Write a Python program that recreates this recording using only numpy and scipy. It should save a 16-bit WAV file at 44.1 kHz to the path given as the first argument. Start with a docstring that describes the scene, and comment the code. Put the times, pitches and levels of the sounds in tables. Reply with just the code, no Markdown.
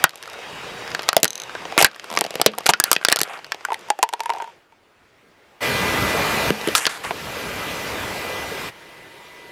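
"""Car crushing plastic pumps and bottles

A car creeps over plastic hand pumps, then over small drink bottles, in three shots cut together.
Cracks are short noise blasts that knock a shell; crunches and spray are dense random grains.
A hollow tube and loose pieces bounce and rattle as dying sines; the tyre lands with a low thump,
then bottles burst as cracks with mostly longer aftershocks. Below lie an idling engine of shaped
noise and a thin whine of wavering sines; loud peaks overload."""
import sys
import numpy as np
from scipy import signal
from scipy.io import wavfile
from scipy.ndimage import uniform_filter1d

SR = 44100
rng = np.random.default_rng(int(sys.argv[2]) if len(sys.argv) > 2 else 0)


def digitize_waveform(pressure):
    """Quantize a signal to 16-bit integers and store it at the path in sys.argv[1].

    Rows of a 2-D input are taken as channels; values are limited to [-1, 1].
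    """
    field = np.atleast_2d(pressure).T
    bounded = np.clip(field, -1, 1)
    quanta = np.round(bounded * 32767).astype(np.int16)
    wavfile.write(sys.argv[1], SR, quanta)


def invert_db(x):
    """Field ratio 10**(x/20) for x, a level in decibels (scalar or array-like)."""
    u = np.asarray(x, float) / 20
    return 10 ** u


N = 419391


def crack(db, treble_db, hz, body_db, t60):
    """A fracture: a 2 ms blast, a weaker aftershock whose treble dies first, and the knocked shell."""
    t, t60 = np.arange(5000) / SR, np.clip(t60, .008, .1)
    noise = rng.standard_normal((3, 5000))
    blast = invert_db(-60 * (t / 0.0024) ** 2)
    snap = peaked(band(noise[0] * (blast + 0.54 * dying(t, t60)), 1200, 5410))
    treble = peaked(band(noise[1] * (blast + 0.54 * dying(t, 0.45 * t60)), 4300, 14030))
    knock = noise[2] * (blast + 0.49 * dying(t, 1.27 * t60))
    shell_ring = peaked(signal.fftconvolve(knock, ring(t, [(hz, 0, 0.48 * t60)]))[:5000])
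    body = peaked(shell_ring + .5 * peaked(band(knock, 200, 3000)))
    return invert_db(db) * (snap + invert_db(treble_db) * treble + invert_db(body_db) * body)


# Brittle plastic cracking under the tyre. Each row: start in seconds, level of the snap in dB,
# treble in dB over the snap, pitch of the body in Hz, body in dB over the snap.
CRACK_ROWS = [(.0401, 1, 3.5, 1480, -1), (.0933, -27.5, -6, 1130, -19.5), (.1069, -36, -11, 1890, -24),
              (.157, -34, 3, 1170, -20), (.227, -29, -3.5, 1170, -17.5), (.8771, -27.5, -13, 1710, -2),
              (.9166, -26.5, -17.5, 1720, -2.5), (.9483, -15, -10.5, 1630, -2.5),
              (.9929, -20.5, -19, 1430, 4), (1.0096, -36, -19, 730, 3), (1.021, -30, -3.5, 900, -15),
              (1.0889, -2.5, -5, 1300, -3.5), (1.1301, -23, 1.5, 1320, 11), (1.1661, -4.5, 4, 652, 1),
              (1.1786, -25.5, -1, 652, -5.5), (1.2012, -37.5, 3.5, 600, -6), (1.209, -46, 3, 600, -16),
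              (1.231, -7, 10, 640, -2.5), (1.244, -9.5, 4.5, 582, -6.5), (1.2534, -17, 0, 1410, 0.5),
              (1.4951, -34.5, -26, 1563, 9), (1.5512, -33, -28, 1590, 11), (1.653, -30, -26, 833, 8),
              (1.7229, -30.5, -14.5, 789, 7.5), (1.7678, -39, -18.5, 620, 16), (1.7781, -5.5, -4, 1200, 2),
              (1.7881, -18.5, -9, 1340, 2.5), (1.804, -16, -8, 800, 4.5), (1.813, -10, -3, 720, 2),
              (1.825, -10.5, 13.5, 959, 6.5), (1.83, -13.5, -4, 1000, 0), (1.8454, 6, -0.5, 1614, -4.5),
              (1.866, -25, -0.5, 1500, -4), (1.9141, -36, -15, 1190, -5), (1.9458, -35, -22, 650, -10.5),
              (1.9611, -42, 2, 1780, 9), (1.9966, -26, -15, 690, -17), (2.0427, -33, -2, 1424, 4),
              (2.1736, -8.5, -16, 1199, 0), (2.1888, -19, .5, 663, -6.5), (2.2098, -13, 3, 746, -4.5),
              (2.216, -29, -10, 900, 17.5), (2.2403, -23, -4.5, 670, -6), (2.2494, -28.5, -5, 723, 9.5),
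              (2.264, -28, -4, 660, 4.5), (2.3068, -27.5, -1, 670, 2.5), (2.341, -32, -5, 655, 6.5),
              (2.3551, -23.5, 0.5, 664, 5.5), (2.3986, -33.5, -9, 856, 18.5),
              (2.4149, -8.5, 3.5, 804, -1.5), (2.4618, 7.5, -1, 600, -9.5), (2.5798, -37, -1.5, 854, 13),
              (2.5846, -29, 11.5, 759, 12), (2.6593, -15, -8.5, 500, -3), (2.6641, -6.5, -5, 1430, -14),
              (2.6862, -25.5, -17.5, 840, 4.5), (2.6909, -0.5, -6, 821, -0.5),
              (2.7359, -9, -15, 1880, -4.5), (2.8, -16, 15, 1556, 5), (2.8395, -14.5, 15, 897, -5.5),
              (2.9149, -3.5, 8, 1280, -3), (2.93, -10.5, 8, 1265, -4), (2.9524, -22, -13, 1887, -13),
              (2.963, -20.5, -14.5, 1890, -14), (3.0132, -42, -6, 1500, 16),
              (3.0275, -39.5, -11, 1550, 10.5), (3.0493, -3, -4.5, 1490, -10.5),
              (3.0676, -26, -16.5, 1650, -4.5), (3.0853, -6.5, -4.5, 694, -4.5),
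              (3.0997, -17.5, -5.5, 1406, -15.5), (3.112, -28, -12.5, 1270, 4),
              (3.1178, -10.5, -6, 773, -4), (3.1251, -4, 2, 1770, -3.5), (3.1602, -17, 5.5, 710, -2),
              (3.1688, -16, -9.5, 1387, -2.5), (3.1891, -21, 4.5, 790, -0.5),
              (3.1938, -28.5, 9, 1080, -4.5), (3.2047, -18.5, -8, 1870, -6), (3.2146, -12, 4, 710, -3.5),
              (3.2326, -18.5, 4, 720, -10), (3.3745, -40, -14, 850, 9.5), (3.39, -40, -16, 825, 5),
              (3.4449, -27, -17, 1450, -16), (3.5201, -15.5, -11.5, 1690, 1), (3.5453, -28, -11, 770, -0.5)]


def cracks():
    """Single fractures of the pumps, each with a 22 ms aftershock."""
    return placed(CRACK_ROWS, lambda *row: crack(*row, t60=.022))


def creak():
    """A piece slips under the tread in six even, growing jerks, each a small crack."""
    start_s, gap_s = 2.1018, .0124
    first_db, growth_db = -30.5, 0.85
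    jerks = [(start_s + k * gap_s, first_db + k * growth_db) for k in range(6)]
    return placed(jerks, lambda db: crack(db, treble_db=-3, hz=1020, body_db=4, t60=.022))


# The tyre lands with a low thump (first row), then bottles buckle and burst.
# Each row: start in seconds, level of the snap in dB, treble in dB over the snap, pitch of the body
# in Hz, body in dB over the snap, seconds for the aftershock to fall 60 dB.
LANDING_AND_BURST_ROWS = [(6.5047, -27.5, 3.5, 428, 21, .016), (6.613, -26, -15, 600, 2, 0.023),
                          (6.674, -25, 2.5, 443, 12.5, 0.038), (6.686, -24.5, -1.5, 555, 11, 0.041),
                          (6.7514, -3.5, -5, 1300, -6, 0.043), (6.78, -17.5, 4.5, 1480, -7, .03),
                          (6.8541, -9, -24, 1570, -7.5, 0.012), (6.8667, -7.5, -6.5, 1430, -5.5, 0.032),
                          (7.041, -34.5, -12.5, 1120, 10, 0.057), (7.049, -26, -19, 895, 1, 0.036),
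                          (7.108, -31, -16, 940, 16.5, 0.027)]


def landing_and_bursts():
    """The tyre's landing, then the bottles giving way: cracks with aftershocks of their own length."""
    return placed(LANDING_AND_BURST_ROWS, crack)


# Small splinters snapping while the tyre presses. Each row: time in seconds, base level in dB
# before each splinter's random size is added.
SPLINTER_LEVEL = [(.06, -59), (.26, -38), (.32, -39.5), (.75, -55), (1.05, -32.5), (1.3, -49), (1.5, -50),
                  (1.77, -46.5), (2.05, -50.5), (2.5, -42.5), (3.2, -46), (3.35, -39.5), (3.42, -50),
                  (3.62, -44)]


def splinters():
    """Thirty kinds of small crack, each snapping at random moments with random size."""
    per_s, spread_db, t60_s = 41, 3, .03
    s, db = np.transpose(SPLINTER_LEVEL)
    level = invert_db(np.interp(np.arange(N) / SR, s, db, -120, -120))  # all but silent outside the table
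    extra_db = spread_db * np.minimum(rng.exponential(1, N), 2)
    size = level * invert_db(extra_db) * (rng.random(N) < per_s / SR)
    kind, looks = rng.integers(0, 30, N), rng.random((30, 3))
    out = np.zeros(N)
    for k, (a, b, c) in enumerate(looks):
        sound = crack(0, -18 + 20 * a, 600 * 3 ** b, -8 + 16 * c, t60_s)
        out += signal.oaconvolve(size * (kind == k), sound)[:N]
    return out


def rush(length, db, treble_db, hz, fade_db, per_s, spread_db, lo_hz, width_hz):
    """Dense grains of random sign, partly through one resonance, that fade over their length."""
    t = np.arange(0, length, 1 / SR)
    chance, size, sign = rng.random((len(t), 3)).T
    grains = (chance < per_s / SR) * invert_db(-spread_db * np.log(size + 0.0036)) * np.sign(sign - .5)
    # shift the resonance down to 0 Hz, smooth there, shift back
    turn, r = np.exp(2j * np.pi * hz * t), np.exp(-np.pi * width_hz / SR)
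    hollow = (turn * signal.lfilter([1 - r], [1, -r], grains / turn)).real
    low = evened(evened(band(grains, lo_hz, 3300)) + 1.1 * evened(hollow))
    high = invert_db(treble_db) * evened(dulled(band(grains, 5300, 15000), hz=4000))
    return invert_db(db + fade_db * t / length) * (low + high) * signal.windows.tukey(len(t), .15)


# Continuous crushing and scraping. Each row: start in seconds, length in seconds, level at the
# start in dB, treble in dB over the rest, resonance of the shell in Hz.
CRUNCH_ROWS = [(1.783, 0.056, -13.5, -5.5, 2200), (1.85, 0.018, -14, -16, 2020),
               (2.662, 0.017, -17.5, -0.5, 2350), (2.694, 0.016, -9.5, -3.5, 776),
               (2.85, 0.057, -29.5, -15, 1517), (2.935, 0.015, -31.5, 1, 1780),
               (3.012, 0.042, -40, -14.5, 1435), (3.095, .035, -28, -12.5, 1700),
               (3.245, 0.068, -34, -33, 1300), (3.293, 0.065, -30, -23, 855),
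               (3.334, .07, -32, -36.5, 1300)]


def crunches():
    """Grains of uneven size ring in the crushed shell and fade by 12 dB."""
    grain = dict(fade_db=-12, per_s=4000, spread_db=1.5, lo_hz=410, width_hz=400)
    return placed(CRUNCH_ROWS, lambda *row: rush(*row, **grain))


# Drink spraying out of the split bottles. Each row: start in seconds, length in seconds, level at
# the start in dB, treble in dB over the rest, resonance of the split in Hz.
SPRAY_ROWS = [(6.752, .05, -17.5, -3.5, 5150), (6.802, 0.078, -25.5, -4, 1995),
              (6.888, 0.098, -28, -19, 3150), (7.032, 0.088, -29, -12, 1200)]


def spray():
    """Denser grains of equal size pass a broad resonance and fade by 10 dB."""
    grain = dict(fade_db=-10, per_s=6400, spread_db=0.0, lo_hz=600, width_hz=1300)
    return placed(SPRAY_ROWS, lambda *row: rush(*row, **grain))


# Fragments that ring on. Each row: start in seconds, level in dB, pitch in Hz, seconds to fall 60 dB.
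SHELL_ROWS = [(2.74, -17, 1443, 0.041), (2.803, -17, 1700, 0.035), (2.843, -26, 1700, .04),
              (2.879, -29, 1400, 0.037), (2.9645, -7, 2610, 0.011), (3.175, -26, 1400, .035)]


def shells():
    """Each loose fragment rings on one mode."""
    t = np.arange(3000) / SR
    return placed(SHELL_ROWS, lambda db, hz, t60: invert_db(db) * shaken(t, [(hz, 0, t60)], t60=0.0035))


# The ways the tube rings. Each row: factor on its pitch, relative level in dB, seconds to fall 60 dB
# for a knock at or below 930 Hz (higher knocks die faster).
TUBE_MODES = [(1, 0, .036), (.82, -8, .024), (.5, -21, .04), (.66, -17, .02), (1.35, -15, .012),
              (2.15, -19, .01), (3.05, -21, .01)]


def bounce(db, tick_db, hz):
    """After a contact tick the tube's air column and wall swell for a moment and ring out."""
    t = np.arange(5000) / SR
    shorter = min(930 / hz, 1) ** 2
    modes = [(hz * factor, mode_db, t60 * shorter) for factor, mode_db, t60 in TUBE_MODES]
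    swell = 1 - np.exp(-t / .0015)
    tube = peaked(band(shaken(t, modes, t60=.002) * swell, 360, 8200))
    scrape = peaked(band(rng.standard_normal(5000) * dying(t, 0.022), 600, 2700))
    contact = invert_db(tick_db) * tick(t, t60=0.0084, lo_hz=1300)
    return invert_db(db) * (tube + 0.36 * scrape + contact)


# A hollow tube drops, bounces and rocks to rest. Each row: start in seconds, level of the tube in dB
# before all bounces are scaled by 0.51, tick in dB over the tube, pitch in Hz.
BOUNCE_ROWS = [(3.643, -35, -19, 1300), (3.6504, -10, -5.5, 1465), (3.6854, -19, -24, 810),
               (3.7039, -16.5, -15.5, 990), (3.7198, -9.5, -17, 896), (3.7315, -26, 4, 1000),
               (3.7431, -19, 1.5, 1940), (3.7555, -34, -14, 814), (3.7925, -45, 11, 900),
               (3.8105, -52, 16, 890), (3.8857, -28, -6, 920), (3.9024, -3.5, -3, 837),
               (3.9894, -15.5, -9, 773), (4.0283, -2.5, 1.5, 966), (4.0356, -8, -4.5, 900),
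               (4.09, -24.5, 6.5, 930), (4.1279, -19.5, -8, 810), (4.1361, -12.5, 0.5, 936),
               (4.1946, -26, -7, 900), (4.2046, -13.5, -0.5, 915), (4.2346, -27, 0, 905),
               (4.2582, -14.5, -6, 940), (4.2941, -11.5, -14, 870), (4.3019, -9, -9, 937),
               (4.3207, -19, -25, 930), (4.3359, -22.5, -3, 755), (4.3494, -21, -16, 875),
               (4.3615, -25, -9, 726), (4.3703, -21.5, -21, 940), (4.3839, -26, -3.5, 810),
               (4.4009, -17, -22, 940), (4.4136, -24, -18, 920), (4.4218, -20, -8, 910),
               (4.4423, -25, -12, 895), (4.4615, -35, -21, 940), (4.4748, -28.5, -14, 934),
               (4.4864, -37, -18, 910), (4.497, -38, -16, 910), (4.723, -39.5, -19, 906)]


def bounces():
    """The tube strikes the asphalt again and again until it lies still."""
    return 0.51 * placed(BOUNCE_ROWS, bounce)


# A small hard piece rattles down. 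Each row: start in seconds, level of the ringing in dB.
RATTLE_ROWS = [(1.2792, -18.5), (1.3055, -20), (1.3312, -26), (1.3554, -21.5), (1.3783, -26), (1.4004, -23),
               (1.4188, -24.5), (1.4357, -27.5)]
# The ways that piece rings. Each row: pitch in Hz, relative level in dB, seconds to fall 60 dB.
PIECE_MODES = [(4050, -4, .009), (6200, 0, .009), (6250, -25, .05), (4000, -30, .04), (7900, -13, .006),
               (9900, -11, .007), (12000, -15, .006)]


def rattle():
    """Each touch is a tick and the few high modes of a small piece."""
    t = np.arange(3000) / SR

    def touch(db):
        return invert_db(db) * (peaked(ring(t, PIECE_MODES)) + .35 * tick(t, t60=.006, lo_hz=2500))

    return placed(RATTLE_ROWS, touch)


def tick(t, t60, lo_hz):
    """The bright instant of contact with the asphalt and a short scuff after it."""
    contact = rng.standard_normal(len(t)) * (dying(t, t60) + 0.056 * dying(t, 0.039))
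    return peaked(dulled(band(contact, lo_hz, 16000), hz=4940))


# The tyre drops as something under it collapses. Each row: start in seconds, level in dB
# before the deep bass is cut.
DROP_ROWS = [(1.167, -43), (1.846, -45.5), (2.11, -37), (2.174, -39.5), (2.463, -29), (2.692, -38.5),
             (6.507, -24.5), (6.675, -33)]
# Air ring and carcass of the tyre. Each row: pitch in Hz, relative level in dB, seconds to fall 60 dB.
TYRE_MODES = [(213.5, 3.5, 0.34), (450, -0.5, 0.22), (162, -25.5, 0.13)]


def tyre():
    """The air ring and carcass hum after each jolt, swelling in over 10 ms."""
    t = np.arange(SR // 2) / SR
    return placed(DROP_ROWS, lambda db: invert_db(db) * peaked(ring(t, TYRE_MODES) * np.minimum(t / 0.01, 1)))


# Echo under the car. Each row: frequency in Hz, seconds to fall 60 dB.
UNDERBODY_DECAY = [(200, 0.18), (800, 0.11), (2500, 0.11), (6000, 0.055), (14000, 0.013)]


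def underbody(x):
    """Sparse reflections between asphalt, tyre and floor pan, each band dying at its own speed."""
    taps = np.zeros(SR // 2)
    at = np.arange(100, SR // 2 - 20, 20)
    taps[at + rng.integers(0, 20, len(at))] = rng.choice([-1., 1.], len(at))
    hz, t, z = signal.stft(taps, SR, nperseg=128)
    fading = dying(t, read(UNDERBODY_DECAY, hz)[:, None])
    tail = signal.istft(z * fading, SR, nperseg=128)[1]
    return signal.oaconvolve(x, tail / np.linalg.norm(tail))[:N]


# Engine tone: four spectra (near, rolled away, shot two, shot three).
# Each row: frequency in Hz, relative density in dB per Hz before the treble tilt.
ENGINE_SPECTRA = [
    [(15, -42), (25, -17.5), (154, -2), (296, -7.5), (445, 1.5), (787, -0.5), (878, 0), (1730, -4.5),
     (2600, -4), (3810, -12), (4130, -17), (4730, -13.5), (11900, -32), (15200, -37), (16500, -47.5)],
    [(15, -43.5), (25, -16), (74, -2), (273, -4), (339, -1), (1470, -3.5), (1640, -9.5), (1780, -4),
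     (1930, -6), (2150, -6), (12900, -32), (15200, -31), (16500, -36.5)],
    [(15, -48), (25, -50), (90, 1), (378, -4.5), (433, 2), (831, -2.5), (1180, -3), (1880, -4.5),
     (2040, -4), (2210, -4.5), (2400, -3.5), (9080, -20), (11900, -18), (15200, -23.5), (16500, -45)],
    [(15, -45.5), (25, -22), (163, -9), (273, -19), (339, -7), (809, -10.5), (927, -9.5), (1510, -13),
     (2040, -11.5), (2530, -16), (2750, -14), (7920, -33), (12200, -34), (15200, -43), (16500, -46)],
]
# Treble tilt above 1 kHz in dB per octave, one value for each of the four spectra.
TREBLE_TILT = [1, 0.66, -0.46, 1.5]


def idle(shot):
    """Engine noise: random short-time spectra with drifting patches, changing with the shot."""
    frames, hz = N // 256 + 5, np.fft.rfftfreq(1024, 1 / SR)
    a, b, patches = rng.standard_normal((frames, 513, 3)).T
    patches = evened(uniform_filter1d(uniform_filter1d(patches, size=10, axis=0), size=10, axis=1))
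    octaves = np.log2(np.maximum(hz, 1000) / 1000)
    out = np.zeros(N)
    for k, spectrum in enumerate(ENGINE_SPECTRA):
        gain = invert_db(read(spectrum, hz))
        gain /= np.sqrt(np.sum(gain[(hz > 200) & (hz < 4000)] ** 2))
        gain *= invert_db(TREBLE_TILT[k] * octaves)
        z = (a + 1j * b) * gain[:, None] * invert_db(1.76 * patches)
        out += (shot == k) * 0.66 * signal.istft(z, nperseg=1024, noverlap=768)[1][:N]
    return out


# Whine lines, several on multiples of one tone. Each row: pitch in Hz, width of its wander in Hz, then
# relative level in dB when near, rolled away, in shot two and in shot three.
WHINE_LINES = [(1200, 6, -37, -40, -18.5, -31), (1617, 7, -30.5, -17.5, -18.5, -27),
               (1999, 5, -32, -24.5, -12.5, -13), (2401, 5, -40, -40, -16, -19),
               (2803, 8, -38, -40, -26, -26), (3800, 60, -25, -40, -38, -33),
               (940, 40, -32, -30, -21.5, -14), (15070, 20, -54, -29, -60, -52)]
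# Level added to every whine line. Each row: time in seconds, level in dB.
WHINE_RISE = [(0, 6.5), (1.8, 6.5), (2.2, -7.5), (4.5, -6), (4.7, -1), (5.9, 2.5), (6.5, -0.2), (7, -10),
              (7.5, .6), (8.1, -4), (8.2, 2.5), (8.4, 1), (8.5, -1.5), (8.72, 0.5), (9.5, 4.8)]


def whine(shot):
    """Thin electrical sines whose pitch and loudness waver slowly."""
    rise_db = np.interp(np.arange(N) / SR, *np.transpose(WHINE_RISE))
    drift = uniform_filter1d(rng.standard_normal((len(WHINE_LINES), N // 64 + 1, 2)), size=120, axis=1)
    out = np.zeros(N)
    for (hz, width_hz, *line_db), wander in zip(WHINE_LINES, drift):
        pitch, swell = (np.repeat(evened(w), 64)[:N] for w in wander.T)
        db = np.array(line_db)[shot] + rise_db + 1.9 * np.clip(swell, -2, 2)
        out += invert_db(db) * np.sin(2 * np.pi * np.cumsum(hz + width_hz * pitch / 2) / SR)
    return out


# When the car has rolled away, then the two cuts to new shots, in seconds.
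CHANGES_S = [4.56, 5.606, 8.70]
# Level of engine and whine as the car creeps, rolls away and the shots change.
# Each row: time in seconds, level in dB before the dips under breakages.
CAR_LEVEL = [(0, -31), (.6, -30), (1.7, -31), (2.9, -28), (3.5, -40), (4.42, -37), (4.55, -47.5),
             (4.68, -55), (5.604, -50), (5.608, -29), (5.627, -18), (6.5, -17.5), (6.72, -18.5),
             (6.95, -29), (7.3, -25.5), (7.8, -23.5), (8.69, -26), (8.71, -41.5), (9.52, -41)]
# Factor on the depth of the dips: near, rolled away, in shot two, in shot three.
DIP_BY_SHOT = [0.98, 1.01, 1.04, 1.01]


def engine(breakage):
    """Idle and whine together; they sink under loud breakages, the bass more deeply."""
    bass_hz, bass_depth = 338, 1.7
    t = np.arange(N) / SR
    shot = np.searchsorted(CHANGES_S, t)
    out = idle(shot) + whine(shot)
    down_db = ducking(breakage) * np.array(DIP_BY_SHOT)[shot]
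    bass = band(out, 12, bass_hz) * invert_db(-bass_depth * down_db)
    rest = band(out, bass_hz, 19000) * invert_db(-down_db)
    return (bass + rest) * invert_db(np.interp(t, *np.transpose(CAR_LEVEL)))


def ducking(x):
    """Basic depth in dB of the engine's dips: follows peaks of x at once, holds, then relaxes."""
    from_db, slope, hold_s, back_s = -19.5, .85, .11, .17
    step = 44  # samples, about 1 ms
    power_db = 10 * np.log10(uniform_filter1d(np.minimum(x ** 2, 1), size=176)[::step] + 1e-12)
    down, since, out = 0, 0, []
    for over in slope * (power_db - from_db):
        since += step / SR
        if over >= down:
            down, since = over, 0
        elif since > hold_s:
            down *= np.exp(-step / SR / back_s)
        out.append(down)
    return np.interp(np.arange(N), np.arange(len(out)) * step, uniform_filter1d(out, size=3))


def placed(rows, sound):
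    """Makes a sound from each row and lays it at the row's start time."""
    mix = np.zeros(N)
    for s, *row in rows:
        made = sound(*row)
        part = mix[round(s * SR):][:len(made)]
        part += made[:len(part)]
    return mix


def dying(t, t60):
    """A decay that falls 60 dB in t60 seconds."""
    return invert_db(-60 * t / t60)


def ring(t, modes):
    """Sum of dying sines, as a struck object rings."""
    return sum(invert_db(db) * dying(t, max(t60, .004)) * np.sin(2 * np.pi * hz * t) for hz, db, t60 in modes)


def shaken(t, modes, t60):
    """Modes driven by a short rough contact, so no two blows ring alike."""
    contact = rng.standard_normal(len(t)) * dying(t, t60)
    return peaked(signal.fftconvolve(contact, ring(t, modes))[:len(t)])


def band(x, lo_hz, hi_hz):
    """Steep causal band-pass."""
    edges = [lo_hz, min(hi_hz, .45 * SR)]
    return signal.sosfilt(signal.butter(N=4, Wn=edges, btype="band", fs=SR, output="sos"), x)


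def dulled(x, hz):
    """Gentle roll-off of the treble."""
    return signal.sosfilt(signal.butter(N=1, Wn=hz, fs=SR, output="sos"), x)


def evened(x):
    """Scales to rms 1."""
    return x / np.sqrt(np.mean(x ** 2) + 1e-20)


def peaked(x):
    """Scales so that the loudest 2 ms have rms 1."""
    return x / np.sqrt(uniform_filter1d(x ** 2, size=88).max() + 1e-20)


def read(points, hz):
    """Reads a curve of (Hz, value) points on a log-frequency axis."""
    f, value = np.transpose(points)
    return np.interp(np.log(hz + 1), np.log(f + 1), value)


def scene():
    """All breakages and the tyre with their echo, over the engine."""
    near = cracks() + creak() + landing_and_bursts() + splinters() + crunches() + spray()
    near += shells() + bounces() + rattle() + tyre()
    near = band(near, 150, 13000)  # the microphone takes up little deep bass from breakages and tyre
    return (near + invert_db(-21.5) * underbody(near) + engine(near))[None]


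def top_cut(x):
    """Nothing passes above the cut-off."""
    return signal.sosfilt(signal.butter(12, 16720, fs=SR, output="sos"), x)


def record(dry):
    """The small microphone's input overloads: the loudest peaks are cut flat."""
    overloaded = np.clip(dry, -.97, .97)
    return top_cut(overloaded)


dry = scene()
out = record(dry)
digitize_waveform(out)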